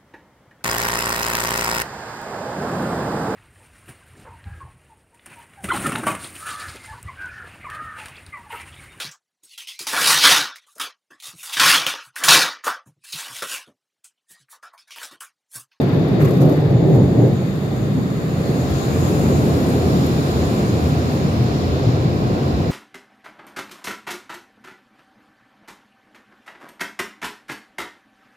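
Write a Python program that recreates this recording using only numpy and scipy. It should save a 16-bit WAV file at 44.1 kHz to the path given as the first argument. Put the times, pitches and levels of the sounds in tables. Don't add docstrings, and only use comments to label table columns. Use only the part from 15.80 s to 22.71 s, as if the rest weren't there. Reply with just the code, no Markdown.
import sys
import numpy as np
from scipy import signal
from scipy.fft import rfft, irfft, next_fast_len
from scipy.io import wavfile
from scipy.ndimage import uniform_filter1d, map_coordinates

SR = 44100
rng = np.random.default_rng(int(sys.argv[2]) if len(sys.argv) > 2 else 0)


def dump(signal):
    limited = np.clip(np.atleast_2d(signal).T, -1, 1)
    pcm = np.round(limited * 32767).astype(np.int16)
    wavfile.write(sys.argv[1], SR, pcm)


def gain_from_decibels(decibels):
    exponent = np.asarray(decibels, float) / 20
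    return 10 ** exponent


N = 304731

# t/s, level/dB
JET_NEARNESS = [(0, 0), (.75, -1), (1.0, -2.5), (1.4, -2.5), (2.3, -3), (2.8, -2), (3.3, 0), (3.6, -0.5),
                (4.0, -1.5), (4.7, -1.5), (5.2, -3.5), (5.7, -5.5), (6.3, -7), (6.9, -8)]
# t/s, share/0-1
FACING_REAR = [
    (0, 0),
    (1.0, 0),
    (2.2, 0.06),
    (2.47, 0.22),
    (2.62, 0.37),
    (3.0, 0.6),
    (3.6, 0.95),
    (6.91, 0.99),
]
# t/s, level/dB
PRESSURE = [(0, -2), (.3, 0), (.9, -0.5), (1.47, -0.5), (1.58, -5), (1.8, -6), (2.4, -5), (2.6, -5),
            (3.1, -3), (3.5, 0), (4.2, -1), (4.45, -2.5), (5.0, -2.5), (5.5, -3), (6.9, -2.5)]
# t/s, length/s, rise/dB
GUSTS = [(.01, .03, 4.5), (.16, 0.024, 1.5), (.45, 0.074, 1.5), (.64, 0.038, 5), (.71, .04, 4.5),
         (.76, 0.011, -3), (.87, 0.048, -2), (.98, .04, -1), (.27, 0.039, -1), (4.38, 0.046, 0.5),
         (2.36, 0.057, -1), (3.3, .04, 1), (3.7, 0.035, 0.5), (4.25, 0.033, 0), (5.75, .06, 0.5),
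         (6.1, .08, 0.5), (6.8, 0.07, -0.5), (1.29, 0.038, -2), (1.06, 0.058, 3), (1.18, 0.076, 4.5),
         (1.43, 0.056, 5.5), (1.64, 0.019, 3.5), (1.95, 0.11, 1.5), (2.14, 0.043, 2), (2.72, 0.14, 3),
         (3.13, 0.031, 0.5), (3.47, 0.046, 1), (3.87, .04, 0), (4.1, .08, 1.5), (4.62, 0.11, 1.5),
         (4.78, 0.039, 1.5), (4.95, 0.088, 1), (5.35, .06, 1), (6.55, 0.14, 1)]
# t/s, left minus right/dB
PANEL_LEAN = [(0.01, 0), (0.72, 0.5), (1.35, -0.5), (6.44, 0.5), (6.9, 0.5)]
# t/s, left minus right/dB
JET_LEAN = [(0, 0.5), (1.6, -1.5), (2.0, -1), (2.5, -2.5), (2.8, 0), (3.3, 0.5), (4.5, -1), (5.2, -1),
            (6.9, -1)]
# f/Hz, facing front/-1..1, facing rear/-1..1
LIKENESS = [(60, 1, 0.98), (110, 0.99, 0.93), (180, 0.93, 0.8), (260, 0.85, 0.83), (447, 0.76, 0.91),
            (597, 0.5, 0.31), (780, 0.68, 0.51), (913, 0.21, -0.23), (1028, -0.18, 0.013),
            (1213, 0.21, -0.63), (1460, -0.1, -0.4), (1650, -0.26, -0.49), (2035, -0.18, 0.14),
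            (2400, 0.16, 0.26), (3020, -0.21, -0.32), (3650, 0.035, 0.0042)]

# f/Hz, left level/dB per Hz, right level/dB per Hz
FAINT_HISS = [(7300, -20, -20), (7800, -2, -1), (10000, -2, -6), (13000, 2, 2), (16000, -4, -4)]
# f/Hz, level/dB per Hz
FLOOR_SHAKE = [(15, -20), (25, -15), (40, -8), (52, 3), (65, -9)]
# f/Hz, level/dB per Hz
BOOM_LENGTHWISE = [(35, -36), (48, -35), (60, -1.5), (75, 2.5), (88, 13), (100, -4), (125, -28)]
# f/Hz, level/dB per Hz
BOOM_CROSSWISE = [(70, -53), (90, -27), (103, -4), (120, 3), (132, 0), (150, -38)]
# f/Hz, level/dB per Hz
BOOM_UPRIGHT = [(115, -36), (132, -2), (150, 0.5), (170, -3.5), (190, -7.5), (215, -19.5), (300, -61)]
# t/s, rise/dB
EDDIES_LENGTHWISE = [(.14, 5), (.47, 6), (.95, 10), (1.25, 12.5), (1.9, 5), (2.14, 3), (2.6, 6), (2.9, 9.5),
                     (3.2, 9), (3.5, 8), (3.75, 5), (4.06, 7.5), (4.25, 2.5), (4.6, 8), (5.05, 8.5),
                     (5.2, 5), (5.55, 5), (5.7, 0), (5.9, 8), (6.17, 4), (6.35, 3), (6.76, 6.5)]
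# t/s, rise/dB
EDDIES_CROSSWISE = [(.1, 6.1), (.43, 6), (.82, 4.6), (.94, 11.3), (1.2, 7.3), (1.42, 9.4), (1.57, 11),
                    (2.08, 7.1), (2.5, 1.7), (2.87, 3.1), (3.12, 6.3), (3.3, 6.8), (3.58, 6.8), (3.98, 4.5),
                    (4.14, 3), (4.38, 3.5), (4.68, 3.4), (4.92, 7.9), (5.17, 6.2), (5.62, 9.4), (5.77, 1.8),
                    (6.09, 13.5), (6.25, 7.7), (6.47, 4.3), (6.88, 3)]
# t/s, rise/dB
EDDIES_UPRIGHT = [(.02, 3.3), (.2, 2), (.3, 2.3), (.43, 3.5), (3.4, 4.1), (.64, 5.5), (.93, 1.7),
                  (1.13, 6.4), (1.7, 5.4), (1.88, 2.5), (2.1, 6.4), (2.6, 0.92), (2.87, 3.3), (3.25, 3.7),
                  (3.55, 5.2), (3.75, 1.7), (4.15, 7.2), (4.65, 3.7), (4.9, 2.1), (5.1, 5.6), (5.45, 5.4),
                  (5.62, 4), (5.8, 1.3), (6.14, 3), (6.3, 4.8), (6.55, 3.3), (6.88, 1.4)]
# f/Hz, level/dB per Hz
PANE = [(165, -21), (185, 1), (210, -1.5), (240, -3), (275, -7.5), (310, -30)]
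# t/s, rise/dB
EDDIES_PANE = [(.07, 9), (.35, 9), (.65, 5), (.95, 0), (1.2, 13), (1.42, 11), (1.6, 4.5), (1.9, 6),
               (2.17, 10.5), (2.35, 4.5), (2.55, 3.5), (2.75, 6.5), (3.2, 7), (3.5, 8), (3.7, 8), (3.95, 7),
               (4.25, 8), (4.45, -0.5), (4.85, 9.5), (5.05, 2), (5.45, 7), (5.8, -5), (6.2, -1), (6.45, -4),
               (6.8, -2)]

# facing front level/dB, facing rear level/dB, growth with pressure/dB per dB, growth with gust/dB per dB
BODY_ANSWER = dict(roar=(-20.5, -20, 1.46, 1), buzz=(-30, -29, 0.94, 1), deep=(-33, -26, 0.4, -0.2),
               lower=(-24.5, -26, 0.5, .5), upper=(-19, -22, 1.05, 0.35))
# f/Hz, level/dB per Hz
ROAR_FRONT = [(170, -43), (212, -13), (262, -1.5), (310, -3.5), (400, -4.5), (500, -9), (560, -61)]
# f/Hz, level/dB per Hz
ROAR_REAR = [(170, -31), (212, -2), (248, -1.5), (320, -4), (430, -5), (500, -10.5), (560, -23.5)]
# f/Hz, level/dB per Hz
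BUZZ_FRONT = [(460, -31), (520, 0.4), (640, -4.5), (800, -10), (950, -17), (1200, -33)]
# f/Hz, level/dB per Hz
BUZZ_REAR = [(460, -12), (520, -0.8), (620, -4), (720, -3.5), (900, -13), (1200, -39)]
# t/s, length/s, rise/dB
BUZZ_SURGES = [
    (.7, .08, 1),
    (.9, .06, 2.5),
    (1.7, 0.11, -2),
    (2.2, 0.22, -2),
    (2.9, .08, 1),
    (4.3, .1, -1.5),
    (5.8, 0.067, -0.5),
    (5.98, 0.067, 1),
    (6.4, 0.074, 0),
]

# f/Hz, width/Hz, left level/dB, right level/dB
SEAL_GAPS = [
    (7055, 90, -49, -63),
    (9460, 90, -57, -75),
    (8850, 100, -66, -69),
    (5260, 110, -63, -56),
    (10130, 50, -68, -76),
    (10710, 60, -66, -76),
    (6680, 200, -50, -66),
    (4400, 700, -56, -47),
    (5000, 500, -60, -49),
    (5600, 900, -52, -52),
]
# start t/s, loudest t/s, end t/s
SEAL_PASSES = [
    (2.6, 4.6, 5.6),
    (2, 3.2, 5.4),
    (4.0, 4.9, 5.6),
    (3, 4.4, 6.9),
    (3.2, 4, 5.8),
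    (2.9, 4.3, 5.4),
    (3.1, 3.0, 3.4),
    (2.5, 2.7, 3.2),
    (3, 3.4, 3.7),
    (5.4, 5.8, 5.9),
]
# t/s, length/s, fizz level/dB
SPRAY = [(0.017, .02, -51), (.093, .008, -58), (0.12, .008, -58), (0.283, .008, -54), (0.403, .012, -52),
         (0.487, .012, -58), (0.138, 0.022, -58), (0.33, .03, -62), (0.419, 0.022, -46),
         (0.451, 0.014, -42.5), (.478, 0.016, -53), (.512, 0.012, -51), (0.54, .01, -57),
         (0.57, 0.011, -55), (0.615, 0.02, -45), (.652, .015, -58), (0.697, .015, -55), (.722, .012, -50),
         (.77, .01, -60), (0.806, .008, -55), (0.857, 0.01, -58), (0.532, .1, -55), (0.678, .06, -58),
         (.75, .06, -60), (0.903, .012, -54), (1.15, 0.028, -52), (1.225, .012, -57), (1.33, .01, -58),
         (1.416, .03, -62), (1.09, .015, -58), (1.48, .01, -57), (1.535, .006, -57), (1.62, .006, -57),
         (1.757, .006, -54), (1.81, .006, -57), (1.96, .015, -58), (2.303, .006, -54), (2.355, .006, -58),
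         (3.015, .006, -52), (3.48, .006, -52), (5.088, .006, -54), (5.815, .006, -56), (2.907, .015, -48),
         (4.264, .015, -48)]
# f/Hz, left level/dB per Hz, right level/dB per Hz
SPRAY_FIZZ = [(2500, -30, -31), (3500, -10, -5), (5000, -13, -4), (7000, 0.5, -13), (8000, -10, -9),
              (10100, -13, -13), (11300, -3, -5), (12700, 0, 0), (14000, -7, -8), (15700, -12, -12),
              (16500, -30, -30)]
# f/Hz, level/dB per Hz
SPRAY_SLAP = [(700, -21), (1050, 15), (1500, 1), (2200, -14), (3000, -16), (4000, -31)]

# facing front level/dB, facing rear level/dB,
# front growth with nearness/dB per dB, rear growth/dB per dB, power bending the turn
JET_ANSWER = dict(rush=(-41.5, -37.5, 1.1, 0.27, 0.85), hiss=(-45.5, -42, 0.94, 0.42, 3),
              fizz=(-61, -46, 1, 1.56, 0.23), ring=(-60.5, -47, -0.8, 1.08, 0.26))
# f/Hz, left level/dB per Hz, right level/dB per Hz
HISS_FRONT = [(760, -31, -37), (1013, 6.5, 1), (1310, -1, 0), (1960, -1, -2), (2720, -6, -9.5),
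              (3160, -8, -13), (3640, -4, -13), (4520, -6, -11.5), (4940, -12.5, -15), (5760, -19.5, -21.5),
              (6400, -30, -21)]
# f/Hz, left level/dB per Hz, right level/dB per Hz
HISS_REAR = [(860, 0, 5), (1020, 8.5, 8), (1410, 5, 3), (2040, -3, -3), (2700, -5, -1.5), (3240, -5, -5),
             (3670, -1, -5), (4170, -0.5, -5.5), (4700, -4, -5), (5300, -6.5, -6), (5630, -6, -15),
             (6440, -12.5, -13)]
# f/Hz, left level/dB per Hz, right level/dB per Hz
RING_FRONT = [(5730, -32, -23), (6000, -7.5, -17), (6400, -3, -14), (6830, 4.5, -12), (7370, -3, -3),
              (7630, -22, -11), (7900, -48, -40)]
# f/Hz, left level/dB per Hz, right level/dB per Hz
RING_REAR = [(5700, -24, -20), (6030, -14, -9), (6420, -2, -15), (7100, 5, -10), (7350, -1, -8),
             (7560, -5, -6), (7630, -16, -13), (7900, -40, -40)]
# f/Hz, left level/dB per Hz, right level/dB per Hz
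FIZZ_FRONT = [(7400, -30, -30), (7800, -13, -0.5), (8700, -3.5, -4), (10000, -9.5, -10), (11500, -2, -4),
              (12600, 0.5, 0), (14000, -7, -8), (15700, -11, -11), (16500, -30, -30)]
# f/Hz, left level/dB per Hz, right level/dB per Hz
FIZZ_REAR = [(7400, -30, -30), (7800, -6, -4), (8300, -3.5, -3), (8800, -2, -6), (9400, -4, -3.5),
             (10300, -2, -10), (11500, -1, -5.5), (13200, 2, -5), (14500, -5, -11), (15700, -8, -17),
             (16500, -30, -27)]
# t/s, length/s, rise/dB
WATER_SHEETS = [
    (.06, 0.023, 1),
    (.12, .03, 2.5),
    (.32, .03, 1),
    (.415, 0.017, 7),
    (.452, 0.011, 3),
    (.478, .018, 4.5),
    (.78, 0.011, 3.5),
    (.86, .015, 2),
    (.62, 0.026, 0),
    (.74, 0.044, 0.5),
]
# t/s, length/s, rise/dB
HISS_SWELLS = [
    (2.66, .1, 1.5),
    (2.95, 0.15, 3),
    (4.2, .15, 1.5),
    (3.5, .2, -1),
    (4.55, 0.17, 1.5),
    (5.1, 0.14, 0.5),
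    (5.6, .12, 0.5),
    (5.95, 0.3, 2),
]
# t/s, length/s, rise/dB
RING_BURSTS = [(2.79, 0.049, 3), (3.0, 0.082, 6), (3.15, 0.075, 2), (3.27, 0.046, 4.5), (3.42, .05, 3.5),
               (3.55, .06, 4), (4.5, 0.073, 0.5), (4.9, 0.089, 2), (3.85, .08, 0.5), (5.15, .08, -0.5),
               (5.75, .1, 1), (6.1, .1, 1.5)]
# t/s, length/s, rise/dB
FIZZ_LULLS = [
    (.2, .12, 0),
    (.37, .03, -1.5),
    (1.0, .06, -2),
    (1.28, .04, 0),
    (2.4, .2, -1.5),
    (2.68, .1, 0.5),
    (3.9, .15, 0.5),
    (4.8, .2, 0),
    (6.1, .25, -0.5),
    (6.6, .2, 0),
]


def unit(x):
    return x / np.sqrt(np.mean(x ** 2) + 1e-20)


def along(points, hz):
    f, *columns = np.transpose(points)
    return np.array([np.interp(np.log(hz + 1), np.log(f + 1), column) for column in columns])


def table(points):
    return lambda hz: gain_from_decibels(along(points, hz)) * (hz >= points[0][0]) * (hz <= points[-1][0])


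def curves(rows):
    s, *columns = np.transpose(rows)
    return [np.interp(np.arange(N) / SR, s, column) for column in columns]


def swells(rows, length=None):
    s, *span, rise_db = np.transpose(rows)[..., None].astype(np.float32)
    t = np.arange(0, N + 64, 64, dtype=np.float32) / SR
    bells = np.exp(-((t - s) / (length or span[0])) ** 2)
    coarse = (rise_db * bells).sum(axis=0)
    return np.interp(np.arange(N) / SR, t, coarse)


def wobble(rate, count=N, step=1 / SR, order=3):
    knots = rng.standard_normal(int(count * step * rate) + 4)
    return map_coordinates(knots, [np.arange(count) * step * rate], order=order)


def rush(gain, pose=0, patchy_db=1.5, echo=0.092, comb_db=0.0):
    z = signal.stft(rng.standard_normal((2, N)).astype(np.float32), nperseg=512)[2]
    patches = uniform_filter1d(rng.standard_normal(z.shape[1:]), size=6, axis=0)
    patches = uniform_filter1d(patches, size=12, axis=1)
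    pair = signal.istft(z * gain_from_decibels(patchy_db * unit(patches)), nperseg=512)[1][:, :N]

    m = next_fast_len(N + SR // 4)
    hz = np.fft.rfftfreq(m, 1 / SR)
    ripple = np.array([wobble(1 / 130, count=len(hz), step=hz[1], order=1) for _ in range(4)])
    ripple = ripple * np.minimum(hz / 2200, 1) ** 2
    alike = along(LIKENESS, hz)[pose] + echo * (ripple[0] + 1j * ripple[1])

    angle = np.arccos(np.clip(np.abs(alike), 0, 1)) / 2
    mid, side = rfft(pair, m) * [np.cos(angle), np.sin(angle)]
    ports = np.array([mid + side, (mid - side) * np.exp(1j * np.angle(alike))])
    return unit(irfft(ports * gain(hz) * gain_from_decibels(comb_db * ripple[2:]), m)[:, :N])


def turning(front, rear, patchy_db):
    share = np.clip(curves(FACING_REAR)[0], 0, 1)
    ahead = rush(table(front), pose=0, patchy_db=patchy_db, echo=0.086, comb_db=1.6)
    behind = rush(table(rear), pose=1, patchy_db=patchy_db, echo=0.2, comb_db=1.0)
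    return np.sqrt(1 - share) * ahead + np.sqrt(share) * behind


def steady(x, span, depth):
    power = np.abs(uniform_filter1d(np.mean(x ** 2, axis=0), size=int(span * SR))) + 0.05
    return unit(x / power ** (depth / 2))


def body_db(part):
    front_db, rear_db, per_pressure, per_gust = BODY_ANSWER[part]
    pose_db = front_db + (rear_db - front_db) * curves(FACING_REAR)[0]
    return pose_db + per_pressure * curves(PRESSURE)[0] + per_gust * swells(GUSTS)


def jet_db(part):
    front_db, rear_db, front_grows, rear_grows, power = JET_ANSWER[part]
    turn = np.clip(curves(FACING_REAR)[0], 0, 1) ** power
    near_db = curves(JET_NEARNESS)[0]
    return (1 - turn) * (front_db + front_grows * near_db) + turn * (rear_db + rear_grows * near_db)


def faint_hiss():
    return gain_from_decibels(-60) * rush(table(FAINT_HISS), patchy_db=0.0)


def floor_shake():
    return gain_from_decibels(-45) * rush(table(FLOOR_SHAKE), pose=0, patchy_db=1)


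def cabin_boom():
    deep_db = body_db("deep") + swells(EDDIES_LENGTHWISE, length=0.09)
    lower_db = body_db("lower") + swells(EDDIES_CROSSWISE, length=0.06)
    upper_db = body_db("upper") + swells(EDDIES_UPRIGHT, length=0.049)
    deep = steady(rush(table(BOOM_LENGTHWISE), pose=1, patchy_db=1.0), span=0.11, depth=1.0)
    lower = steady(rush(table(BOOM_CROSSWISE), pose=0, patchy_db=-1.5), span=0.072, depth=0.58)
    upper = steady(rush(table(BOOM_UPRIGHT), pose=0, patchy_db=-1.0), span=0.091, depth=0.41)
    return gain_from_decibels(deep_db - 1.9) * deep + gain_from_decibels(lower_db - 0.8) * lower + gain_from_decibels(upper_db + 0.15) * upper


def side_window():
    level_db = -33 + swells(EDDIES_PANE, length=0.12) + 0.25 * swells(GUSTS)
    return gain_from_decibels(level_db) * steady(rush(table(PANE), pose=0, patchy_db=0.5), span=0.09, depth=0.95)


def panels():
    roar_db = body_db("roar") + 0.54
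    buzz_db = body_db("buzz") + swells(BUZZ_SURGES) + 1.2
    roar = steady(turning(ROAR_FRONT, ROAR_REAR, patchy_db=0.2), span=0.1, depth=1.0)
    buzz = steady(turning(BUZZ_FRONT, BUZZ_REAR, patchy_db=1.1), span=0.14, depth=1.0)
    return gain_from_decibels(roar_db) * roar + gain_from_decibels(buzz_db) * buzz


def whistles():
    t = np.arange(N) / SR
    out = 0
    for (centre_hz, width_hz, left_db, right_db), (start, top, end) in zip(SEAL_GAPS, SEAL_PASSES):
        swell = np.sqrt(np.interp(t, [start, top, end], [0, 1, 0]))
        tone = rush(lambda hz: 1 / (1 + (2 * (hz - centre_hz) / width_hz) ** 2), pose=1, echo=0.35)
        out = out + gain_from_decibels([[left_db], [right_db]]) * swell * gain_from_decibels(1.1 * wobble(12)) * tone
    return out


def spray():
    s, length, fizz_db = np.transpose(SPRAY)[..., None]
    late = (np.arange(N) / SR - s) / length
    throws = np.exp(-np.where(late < 0, late / 0.45, late) ** 2)
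    ticks = unit(gain_from_decibels(2.4 * wobble(450)))
    fizz = gain_from_decibels(fizz_db + 4.5).T @ throws * rush(table(SPRAY_FIZZ), pose=0, patchy_db=1.2)
    slap = gain_from_decibels(fizz_db + 8.5).T @ throws * rush(table(SPRAY_SLAP), pose=0, patchy_db=1.5)
    return ticks * (fizz + slap)


def jets():
    rush_db = jet_db("rush") + 0.076 * swells(GUSTS) + swells(WATER_SHEETS) + 4.5
    hiss_db = jet_db("hiss") + swells(HISS_SWELLS) + 3.5
    fizz_db = jet_db("fizz") + swells(FIZZ_LULLS) + 2.5
    ring_db = jet_db("ring") + swells(RING_BURSTS) + 3.5
    flutter = wobble(6.7)

    m = next_fast_len(N)
    body = turning(HISS_FRONT, HISS_REAR, patchy_db=0.5)
    low = irfft(rfft(body, m) * (np.fft.rfftfreq(m, 1 / SR) < 3000), m)[:, :N]
    hiss = gain_from_decibels(rush_db) * unit(low) + gain_from_decibels(hiss_db + 0.23 * flutter) * unit(body - low)

    fizz_flutter_db = 0.31 * flutter + 0.48 * wobble(30)
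    fizz = gain_from_decibels(fizz_db + fizz_flutter_db) * turning(FIZZ_FRONT, FIZZ_REAR, patchy_db=1.1)
    ring = gain_from_decibels(ring_db + 0.5 * flutter) * turning(RING_FRONT, RING_REAR, patchy_db=1.5)
    return hiss + fizz + ring


def scene():
    panel_lean_db = curves(PANEL_LEAN)[0] / 2
    jet_lean_db = curves(JET_LEAN)[0] / 2
    body = floor_shake() + cabin_boom() + side_window() + panels()
    body = body * gain_from_decibels([panel_lean_db, -panel_lean_db])
    air = whistles() + spray() + jets() * gain_from_decibels([jet_lean_db, -jet_lean_db])
    return faint_hiss() + body + air


def band_limit(x):
    return signal.sosfilt(signal.butter(12, 15790, fs=SR, output="sos"), x)


def record(dry):
    soft = dry / (1 + np.abs(dry / 1.03) ** 8) ** (1 / 8)
    return band_limit(soft)


dry = scene()
out = record(dry)
dump(out)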